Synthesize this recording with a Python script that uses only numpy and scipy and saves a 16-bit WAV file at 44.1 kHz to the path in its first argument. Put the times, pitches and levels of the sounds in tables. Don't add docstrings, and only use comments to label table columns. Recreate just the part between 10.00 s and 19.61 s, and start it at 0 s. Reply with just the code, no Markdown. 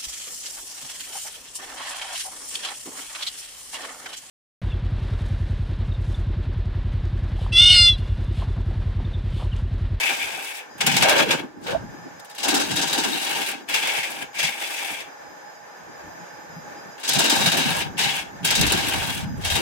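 import sys
import numpy as np
from scipy import signal
from scipy.fft import rfft, irfft
from scipy.io import wavfile
from scipy.ndimage import uniform_filter1d

SR = 44100
rng = np.random.default_rng(int(sys.argv[2]) if len(sys.argv) > 2 else 0)


def bounce(signal):
    frames = np.transpose(np.atleast_2d(signal))
    limited = np.clip(frames, -1, 1)
    pcm = np.round(limited * 32767).astype(np.int16)
    wavfile.write(sys.argv[1], SR, pcm)


N = 423793
STEP = 16
TIME = np.arange(N // STEP + 1) * STEP / SR

# time in seconds, hiss peak in dB,
# ring rms in dB, spray rms in dB, 60 dB decay and rise in seconds, both scaled again for each range.
BITES = [(0.0314, -21, -22.5, -39, 0.1, 0.0049), (0.0907, -32, -22, -39, 0.13, 0.004),
         (0.807, -17.5, -20, -36, 0.11, 0.0018), (0.8654, -12, -16.5, -23, 0.12, 0.0028),
         (0.915, -19, -22, -35, 0.21, 0.0049), (0.9652, -10.5, -17, -25, 0.12, 0.0037),
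         (1.0243, -8.5, -13, -24, 0.1, 0.0032), (1.0854, -16, -13.5, -33, 0.12, 0.004),
         (1.095, -9, -21, -18.5, 0.068, 0.004), (1.1634, -22, -18, -38, 0.11, 0.0045),
         (1.1802, -16, -33, -36, 0.14, 0.0045), (1.2916, -36, -16, -45, 0.075, 0.0048),
         (1.308, -15, -14.5, -37, 0.15, 0.0047), (1.6304, -38.5, -53, -60, 0.45, 0.0085),
         (1.6825, -28, -20, -48, 0.11, 0.01), (1.7075, -29, -23, -44, 0.11, 0.0068),
         (2.1975, -33, -53, -44, 0.055, 0.0042), (2.247, -41, -48, -45, 0.12, 0.0045),
         (2.2977, -40, -46, -47, 0.17, 0.0045), (2.3491, -36, -42, -44, 0.12, 0.0049),
         (2.381, -28, -36.5, -44, 0.32, 0.0045), (2.4326, -13.5, -23, -29, 0.16, 0.0052),
         (2.4824, -12.5, -19.5, -24.5, 0.17, 0.005), (2.543, -10.5, -20.5, -27, 0.14, 0.0059),
         (2.6005, -12, -18, -26, 0.14, 0.0077), (2.7064, -19.5, -35, -45, 0.21, 0.0073),
         (2.758, -17, -24, -30, 0.2, 0.0048), (2.8147, -11.5, -21.5, -27.5, 0.13, 0.0045),
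         (2.8735, -16, -19.5, -29, 0.16, 0.0073), (2.929, -16, -20, -30, 0.19, 0.0068),
         (2.9791, -17, -23.5, -36, 0.19, 0.0048), (3.036, -17.5, -20.5, -34, 0.1, 0.0034),
         (3.2934, -31, -27, -33, 0.15, 0.0051), (3.3504, -28, -34, -44, 0.15, 0.0045),
         (3.4084, -25.5, -26, -39, 0.31, 0.0087), (3.463, -32, -32, -37.5, 0.35, 0.0041),
         (3.6877, -30, -27.5, -41, 0.32, 0.0047), (3.7414, -12.5, -17, -28, 0.095, 0.0035),
         (3.8726, -19, -25, -27, 0.07, 0.0042), (4.031, -27, -27, -44, 0.13, 0.0041),
         (4.3434, -37, -42, -51, 0.31, 0.0045), (4.3864, -16.5, -24.5, -31, 0.13, 0.0048),
         (4.4298, -17.5, -27, -35, 0.18, 0.0045), (4.8474, -37, -34, -42, 0.12, 0.0045),
         (6.9985, -35, -40, -43, 0.11, 0.0045), (7.0347, -23, -30.5, -41, 0.27, 0.0045),
         (7.0774, -15.5, -25, -32, 0.21, 0.0041), (7.091, -11, -26, -24, 0.11, 0.0045),
         (7.134, -11.5, -21, -23.5, 0.16, 0.0049), (7.187, -10, -20, -24, 0.17, 0.0056),
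         (7.241, -12.5, -18, -27, 0.17, 0.0048), (7.2975, -8.5, -18.5, -23, 0.12, 0.0033),
         (7.3537, -14, -25, -28, 0.14, 0.0045), (7.4064, -16, -22, -29, 0.12, 0.004),
         (7.46, -15, -19, -31, 0.19, 0.0038), (7.519, -13, -15.5, -25, 0.094, 0.0038),
         (7.568, -22, -24, -34, 0.45, 0.0068), (7.9798, -20, -24.5, -34, 0.45, 0.0053),
         (8.4477, -16, -22.5, -23.5, 0.23, 0.0032), (8.5066, -8.5, -15, -22, 0.1, 0.0052),
         (8.5534, -10, -19.5, -23, 0.11, 0.0045), (8.613, -8, -20, -22, 0.065, 0.0041),
         (8.666, -15, -18, -23, 0.13, 0.0062), (8.7213, -12, -19, -19, 0.075, 0.0033),
         (8.7744, -21, -21, -33, 0.14, 0.004), (8.8847, -30, -23, -27.5, 0.12, 0.0051),
         (8.936, -21.5, -21, -32, 0.11, 0.0049), (9.413, -35, -39, -46, 0.17, 0.0045),
         (9.4474, -20.5, -23.5, -32, 0.24, 0.0064), (9.5015, -24, -23.5, -33, 0.15, 0.004),
         (9.5545, -18.5, -21.5, -28.5, 0.15, 0.0045)]
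# frequency in Hz, relative density in dB per Hz.
RASP = [(35, -47), (60, -22), (244, 1.5), (294, 3.5), (492, -7.5), (785, -9), (1310, -10.5), (1620, 2.5),
        (2000, -10), (3760, -2), (4220, -12.5), (7940, -17), (16000, -29)]
# centre in Hz, width in Hz, relative level in dB.
LATHE_MODES = [(792.4, 26, -1), (920, 88, -3), (4833, 200, -4.5), (5120, 200, -12.5), (6270, 28, -2.5),
               (6330, 54, -33), (7800, 270, -12.5), (9100, 390, -16.5), (10800, 130, -17)]
# time in seconds, levels of bed, stand and air on the microphones in dB.
RUMBLE = [(0.0, -54, -63, -75), (0.21, -44.5, -48.5, -64), (0.53, -65, -73, -89), (0.7, -62, -68, -78),
          (0.88, -39, -34.5, -50), (1.34, -34, -38, -60), (1.55, -48.5, -57.5, -70),
          (1.76, -40.5, -37, -38.5), (2.33, -66, -68.5, -100), (2.49, -32.5, -49, -59),
          (2.81, -31, -35, -48), (3.21, -41, -58, -75), (3.29, -39, -49, -72), (3.82, -51, -60, -79),
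          (4.47, -53.5, -53.5, -80), (4.65, -61, -89, -93), (4.9, -52, -62.5, -77),
          (5.59, -65.5, -64.5, -82), (6.1, -54, -55, -66), (6.42, -60, -60.5, -83), (6.53, -54, -51.5, -59),
          (7.04, -51.5, -59.5, -83), (7.17, -30.5, -33, -48), (7.25, -29.5, -56, -72),
          (7.36, -34, -28, -53), (8.3, -50.5, -49, -55), (8.62, -31.5, -32.5, -40), (9.15, -40.5, -39, -44),
          (9.56, -49, -38.5, -29), (9.61, -21, -44, -44)]
# time of the middle in seconds, level in dB, length in seconds.
PUFFS = [(0.248, -51, 0.038), (1.04, -45, 0.098), (1.28, -52, .06), (1.6, -55, .04), (2.17, -62, .08),
         (2.512, -49, 0.048), (4.28, -65, .08), (4.92, -63, 0.087), (5.06, -68, .06), (5.27, -63, 0.087),
         (5.88, -63, .1), (6.074, -52, 0.067), (6.37, -63, 0.055), (6.5, -65, 0.055), (7.16, -49, 0.046),
         (7.38, -47, 0.084), (7.793, -41, 0.077), (7.894, -41, 0.047), (8.067, -43, 0.027),
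         (8.656, -28, 0.13), (8.986, -31.5, .08), (9.25, -38, 0.085)]


def undb(db):
    return np.exp(np.log(10) / 20 * np.asarray(db))


def curves(table):
    s, *columns = np.transpose(table)
    return [np.interp(TIME, s, column) for column in columns]


def walk(rate):
    k = int(SR / STEP / rate)
    levels = rng.standard_normal(len(TIME) // k + 2)
    joined = np.interp(TIME * rate, np.arange(len(levels)), levels)
    return 1.2 * uniform_filter1d(joined, k // 2)


def audio(control):
    return np.repeat(control, STEP)[:N]


def fibres(scatter_db):
    sizes = undb(scatter_db * np.minimum(rng.exponential(size=N), 4))
    return rng.standard_normal((2, N)) * sizes / np.sqrt(np.mean(sizes ** 2))


def colour(x, broad, modes, broad_db, lo_hz, hi_hz, size=4096):
    f = np.maximum(np.arange(size // 2 + 1), .5) * SR / size
    broad_hz, density_db = np.array(broad).T
    power = undb(2 * (broad_db + np.interp(np.log(f), np.log(broad_hz), density_db)))
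    for hz, width, db in modes:
        power = power + undb(2 * db) / (1 + (2 * (f - hz) / width) ** 2) ** 2
    power = power / (1 + (lo_hz / f) ** 10) / (1 + (f / hi_hz) ** 10)
    cepstrum = irfft(.5 * np.log(power + 1e-14))
    cepstrum[1:size // 2] *= 2
    cepstrum[size // 2 + 1:] = 0
    response = irfft(np.exp(rfft(cepstrum)))
    response = response / np.sqrt(np.sum(response ** 2))
    return signal.oaconvolve(x, response[None], axes=1)[:, :N]


def ringing(x, gain, hz, width):
    turn = np.exp(2j * np.pi * np.cumsum(audio(hz)) / SR)
    pole = np.exp(-np.pi * width / SR)
    centred = x * (audio(gain) * turn.conj())
    smooth = signal.lfilter([1 - pole], [1, -pole], centred)
    return 2 * (smooth * turn).real


def bells(table):
    return sum(undb(2 * db) * np.exp(-(2 * (TIME - s) / length_s) ** 2) for s, db, length_s in table)


def passes():
    # time in seconds, tool ring, chip spray and log body in dB.
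    pass_tables = [
        [(0.0, -31, -43, -30.5), (0.058, -30.5, -43, -40), (0.186, -34, -45.5, -33.5),
         (0.384, -39.5, -50.5, -41.5), (0.458, -39, -47, -39.5), (0.555, -41.5, -51, -47)],
        [(0.78, -54, -57, -56), (0.848, -37, -67, -56), (0.886, -31, -62, -47), (0.968, -33, -45, -40),
         (0.998, -30, -43, -37), (1.048, -28, -52, -23.5), (1.144, -29, -49, -23), (1.208, -26, -59, -23),
         (1.266, -37.5, -56, -32.5), (1.35, -40, -73, -49)],
        [(1.61, -66, -71, -67), (1.686, -50, -70, -29), (1.72, -51, -76, -36.5)],
        [(2.36, -55, -65, -58), (2.446, -49, -57, -36), (2.504, -38, -53, -32), (2.572, -35, -44, -27),
         (2.646, -35.5, -48.5, -36.5), (2.792, -32.5, -48, -33), (2.956, -35, -47, -39),
         (3.306, -31.5, -44, -33.5), (3.364, -31.5, -43, -33), (3.398, -33, -42, -31.5), (3.47, -42, -47, -45)],
        [(3.67, -63, -69, -52), (3.746, -31, -42, -44), (3.864, -30.5, -49, -35.5), (3.912, -30.5, -44, -32.5),
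         (4.032, -34.5, -47.5, -39), (4.082, -39, -49, -41), (4.19, -41, -51.5, -42)],
        [(4.33, -53, -63, -51), (4.426, -27, -46, -58), (4.548, -40, -51, -42.5), (4.62, -37, -48.5, -41),
         (4.812, -37.5, -46, -39), (4.88, -37, -47, -38.5), (4.975, -41, -52, -47)],
        [(6.98, -50, -67, -57), (7.054, -51, -66, -46), (7.104, -34, -59, -49), (7.17, -28.5, -51, -34),
         (7.218, -27.5, -45, -27.5), (7.274, -27.5, -47, -33), (7.38, -26.5, -40.5, -27),
         (7.662, -31.5, -48, -34), (7.692, -32.5, -44, -31), (7.77, -30, -43, -32)],
        [(7.99, -29, -63, -44), (8.16, -34, -46.5, -38.5)],
        [(8.43, -48, -65, -55), (8.5, -26.5, -65, -43), (8.612, -28, -38, -35), (8.64, -26.5, -46, -32),
         (8.81, -30, -44, -34), (8.984, -32, -45, -34), (9.07, -34, -46, -33), (9.17, -38.5, -46.5, -39.5)],
        [(9.37, -66, -68, -64), (9.468, -55, -62, -56), (9.506, -32, -41, -50), (9.588, -32.5, -44, -42),
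         (9.61, -33, -44, -31)],
    ]
    lift_after_s, lift_db_per_s = 0.038, np.array([[260], [500], [158]])
    power = 1e-12
    for table in pass_tables:
        since_lift_s = np.maximum(TIME - table[-1][0] - lift_after_s, 0)
        level_db = np.array(curves(table)) - lift_db_per_s * since_lift_s
        power = power + (TIME >= table[0][0]) * undb(2 * level_db)
    return 10 * np.log10(power)


def bites(levels_db, slow, ring, hold):
    power = np.zeros(len(TIME))
    for (s, *_, t60, rise_s), db in zip(BITES, levels_db):
        rise_s = slow * max(rise_s, .0005)
        i = int((s - rise_s / 2) * SR / STEP)
        t = TIME[:min(len(TIME) - i, SR // STEP // 3)]
        fall_db = 60 * (t / (ring * t60)) ** hold
        power[i:i + len(t)] += undb(2 * (db - fall_db)) * (1 - np.exp(-t / rise_s)) ** 2
    return power


def skips(length_s):
    depth = 3.5
    return sum(depth * np.sin(np.pi * np.clip((row[0] - TIME) / length_s, 0, 1)) ** 2 for row in BITES)


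def chatter(drive, place, flare_db, rate, drift):
    # centre in Hz, width in Hz,
    # relative level in dB at the end of the log, and at its flank.
    tool_modes = [(1652, 72, -6, -1.5), (2217, 48, 1, -8.5), (2375, 89, 4, -16), (2594, 22, 5.5, -11),
                  (2783, 140, -16, -1.5), (3046, 87, -10.5, -5), (3318, 135, -7, -0.5), (3740, 176, -21, 7),
                  (4060, 110, -22, -15)]
    table = np.array(tool_modes)
    gains = undb(table[:, 2:3] + place * (table[:, 3:] - table[:, 2:3]))
    gains = gains / np.sqrt(np.sum(gains ** 2 * np.pi * table[:, 1:2] / SR, axis=0))
    total = 0
    for (hz, width, *_), gain in zip(tool_modes, gains):
        flare = undb(flare_db * walk(rate))
        total = total + ringing(drive, gain * flare, hz * (1 + drift * walk(6.6)), width)
    return total


def tool_ring(ring_db, place, grain, skip, crackle):
    ring_bites_db = np.array(BITES)[:, 2]
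    power = undb(2 * (ring_db + 1.5 * walk(60)))
    power = power + bites(ring_bites_db, slow=4.3, ring=0.9, hold=1.294)
    power = power + bites(ring_bites_db - 1.5, slow=0.34, ring=0.19, hold=0.93)
    ring = undb(0.93 * crackle) * np.sqrt(power)
    tears = fibres(2.8) * audio(ring * undb(0.44 * grain - 1.3 * skip))
    broad = colour(tears, RASP, [], 0, 1703, 3475)
    end_hz, flank_hz = 2310, 3190
    scrape_hz = (end_hz + place * (flank_hz - end_hz)) * (1 + 0.066 * walk(12))
    scrape = ringing(broad, undb(1.6 * walk(20)), scrape_hz, 530)
    return 0.64 * broad + 0.32 * scrape + 0.83 * chatter(tears, place, 2.5, 45, 0.0095)


def tearing_hiss(ring_db, spray_db, grain, skip, crackle):
    hiss_db = -5 + ring_db + 0.33 * (spray_db - ring_db)
    bite_hiss_db = np.array(BITES)[:, 1] - 20 * np.log10(3)
    power = undb(2 * (hiss_db + 1.2 * walk(90))) + bites(bite_hiss_db, slow=2.0, ring=1.0, hold=1.146)
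    hiss = undb(1.2 * crackle) * np.sqrt(power)
    tears = fibres(1.3) * audio(hiss * undb(0.27 * grain - 0.47 * skip))
    return colour(tears, RASP, LATHE_MODES, 4.9, 4410, 8740)


def chip_spray(spray_db, grain, skip, crackle):
    power = undb(2 * (spray_db + 1.0 * walk(78)))
    power = power + bites(np.array(BITES)[:, 3], slow=0.65, ring=0.5, hold=1.016)
    spray = undb(1.5 * crackle) * np.sqrt(power)
    tears = fibres(5.8) * audio(spray * undb(1.16 * grain - 3.1 * skip))
    return colour(tears, RASP, LATHE_MODES, 2.3, 8660, 22000)


def log_body(body_db, grain, skip):
    # time in seconds, frequency in Hz.
    knock = [(0, 744), (1.0, 740), (1.15, 590), (1.75, 550), (2.15, 760), (9.61, 745)]
    bite_body_db = np.array(BITES)[:, 2] - 7
    body = np.sqrt(undb(2 * (body_db + 1.5 * walk(45))) + bites(bite_body_db, slow=0.83, ring=2.4, hold=1.0))
    tears = fibres(1.0) * audio(body * undb(1.7 * grain - 1.0 * skip))
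    log = colour(tears, RASP, LATHE_MODES, -1, 454, 1473)
    knock_hz = curves(knock)[0] * (1 + 0.047 * walk(12))
    return 0.77 * log + 0.79 * ringing(log, undb(0.89 * walk(25)), knock_hz, 114)


def bed_and_stand(grain):
    # time of the middle in seconds, level in dB, length in seconds.
    bumps = [(1.04, -30, 0.036), (1.45, -49, 0.054), (1.87, -57, 0.037), (1.95, -42, 0.057),
             (2.06, -41, 0.03), (4.17, -44, 0.074), (5.3, -53, 0.078), (5.89, -50, 0.044), (6.07, -49, .05),
             (6.18, -46, 0.046), (6.66, -52, 0.1), (7.55, -30.5, 0.066), (8.46, -35, 0.022),
             (8.83, -35, .04)]
    bed_db, stand_db, _ = curves(RUMBLE)
    puff_power, bump_power = bells(PUFFS), bells(bumps)
    shake = fibres(0.35) * audio(undb(3.8 * grain))
    bed_power = undb(2 * (bed_db + 1.65 * walk(15))) + undb(2 * -10.5) * puff_power + bump_power
    stand_power = undb(2 * (stand_db + 3.8 * walk(15))) + undb(2 * -8) * puff_power
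    stand_power = stand_power + undb(2 * -11.5) * bump_power
    bed = colour(shake * audio(np.sqrt(bed_power)), RASP, [(289.0, 76, 0.71)], 0.81, 206, 435)
    stand = colour(shake * audio(np.sqrt(stand_power)), RASP, [(159.7, 83, 2)], -0.5, 102, 270)
    return bed + stand


def cut():
    # time in seconds, place from 0 (end of the log) to 1 (flank).
    place_table = [(0, 0.11), (.6, 0.052), (.8, 0.37), (1.4, 0.56), (2.4, 0.75), (2.8, 0.92), (3.1, 0.88),
                   (3.5, 0.54), (3.7, 0.52), (4.2, 0.16), (4.45, 0.24), (5.1, 0.066), (7, 0.81), (7.4, 1),
                   (7.85, 0.65), (8.05, 0.71), (8.3, 0.43), (8.6, 0.97), (9.2, 0.54), (9.61, 0.86)]
    place = np.clip(curves(place_table)[0], 0, 1)
    ring_db, spray_db, body_db = passes()
    grain, skip = walk(55), skips(0.0082)
    crackle = walk(160)
    tool = tool_ring(ring_db, place, grain, skip, crackle)
    high = tearing_hiss(ring_db, spray_db, grain, skip, crackle)
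    top = chip_spray(spray_db, grain, skip, crackle)
    low = log_body(body_db, grain, skip) + bed_and_stand(grain)
    left = np.array([[.5], [-.5]])
    return undb(3.5 + 3.2 * left) * tool + undb(6.5 + 3.3 * left) * high + undb(7.5) * top + undb(2.5) * low


def motor():
    # frequency in Hz, relative density in dB per Hz.
    broad = [(25, -71), (40, -45), (100, -28), (212, -21), (500, -5.5), (900, -5.5), (1250, -11),
             (1600, -22), (2200, -14.5), (2900, -22.5), (4200, -26), (7300, -28), (8200, -35),
             (11500, -38.5), (13300, -37), (14500, -61)]
    # centre in Hz, width in Hz, relative level in dB.
    hum_bands = [(829, 29.6, 5), (1576, 380, -7), (1765, 75, -3.5)]
    whine_bands = [(4930, 30, -12), (5020, 25, 0), (5330, 50, -12), (5932, 15, -10), (6070, 170, -12),
                   (6230, 40, -9), (6665, 30, -8), (6990, 45, -7), (12021, 14, -9), (12100, 350, -25),
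                   (12300, 29, -17), (12830, 45, -20)]
    # time in seconds, hum in dB, whine in dB.
    running = [(0, -50, -69), (.7, -47.5, -60), (1.2, -38, -49), (1.55, -53.5, -71.5), (1.8, -45.5, -59.5),
               (2.2, -45.5, -59), (3.6, -50.5, -60), (4.3, -47, -58), (5.2, -45.5, -58.5),
               (5.8, -45, -58.5), (6.3, -44.5, -56.5), (6.9, -44, -57), (7.9, -45.5, -55), (8.4, -45, -59),
               (9.35, -45.5, -56), (9.61, -38, -57)]
    hum_db, whine_db = curves(running)
    hum_noise = fibres(0.32) * audio(undb(hum_db + 1.0 * walk(18)))
    hum = colour(hum_noise, broad, hum_bands, -1.1, 34, 20000)
    whine_noise = fibres(0.55) * audio(undb(whine_db + 0.4 * walk(13)))
    whine = colour(whine_noise, broad, whine_bands, -28, 4000, 21000)
    return undb([[2.6], [3.4]]) * (hum + whine)


def air():
    push = fibres(.6)
    shared = push + 0.046 * push[::-1]
    swell = colour(shared, [(20, -11), (50, -2.5), (100, 6.0), (200, -12)], [], 0, 24, 134)
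    power = undb(2 * (curves(RUMBLE)[2] + 1.7 * walk(9))) + bells(PUFFS)
    return audio(np.sqrt(power)) * swell


def glide(width):
    # start in seconds, length in seconds, first and last frequency in Hz before wavering, level in dB.
    chunks = [(1.03, 0.18, 710, 480, -26), (1.192, .09, 676, 420, -30), (1.674, 0.093, 416, 690, -30.5)]
    fade_s = 0.013
    hz, gain = np.full(len(TIME), 1. * chunks[0][2]), 0
    for s, length_s, first_hz, last_hz, db in chunks:
        hz = np.where(TIME >= s, np.interp(TIME, [s, s + length_s], [first_hz, last_hz]), hz)
        gain = gain + undb(db) * np.clip(np.minimum(TIME - s, s + length_s - TIME) / fade_s, 0, 1)
    hz = hz * (1 + .05 * walk(40))
    gain = gain * undb(3.0 * walk(60)) / np.sqrt(width / SR)
    once = ringing(rng.standard_normal((2, N)), gain, hz, width)
    return ringing(once, np.ones(len(TIME)), hz, width)


def scene():
    return cut() + glide(100) + motor() + air()


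def record(dry):
    steep = signal.ellip(10, .2, 75, 15850, fs=SR, output="sos")
    return signal.sosfilt(steep, np.tanh(dry))


dry = scene()
out = record(dry)
bounce(out)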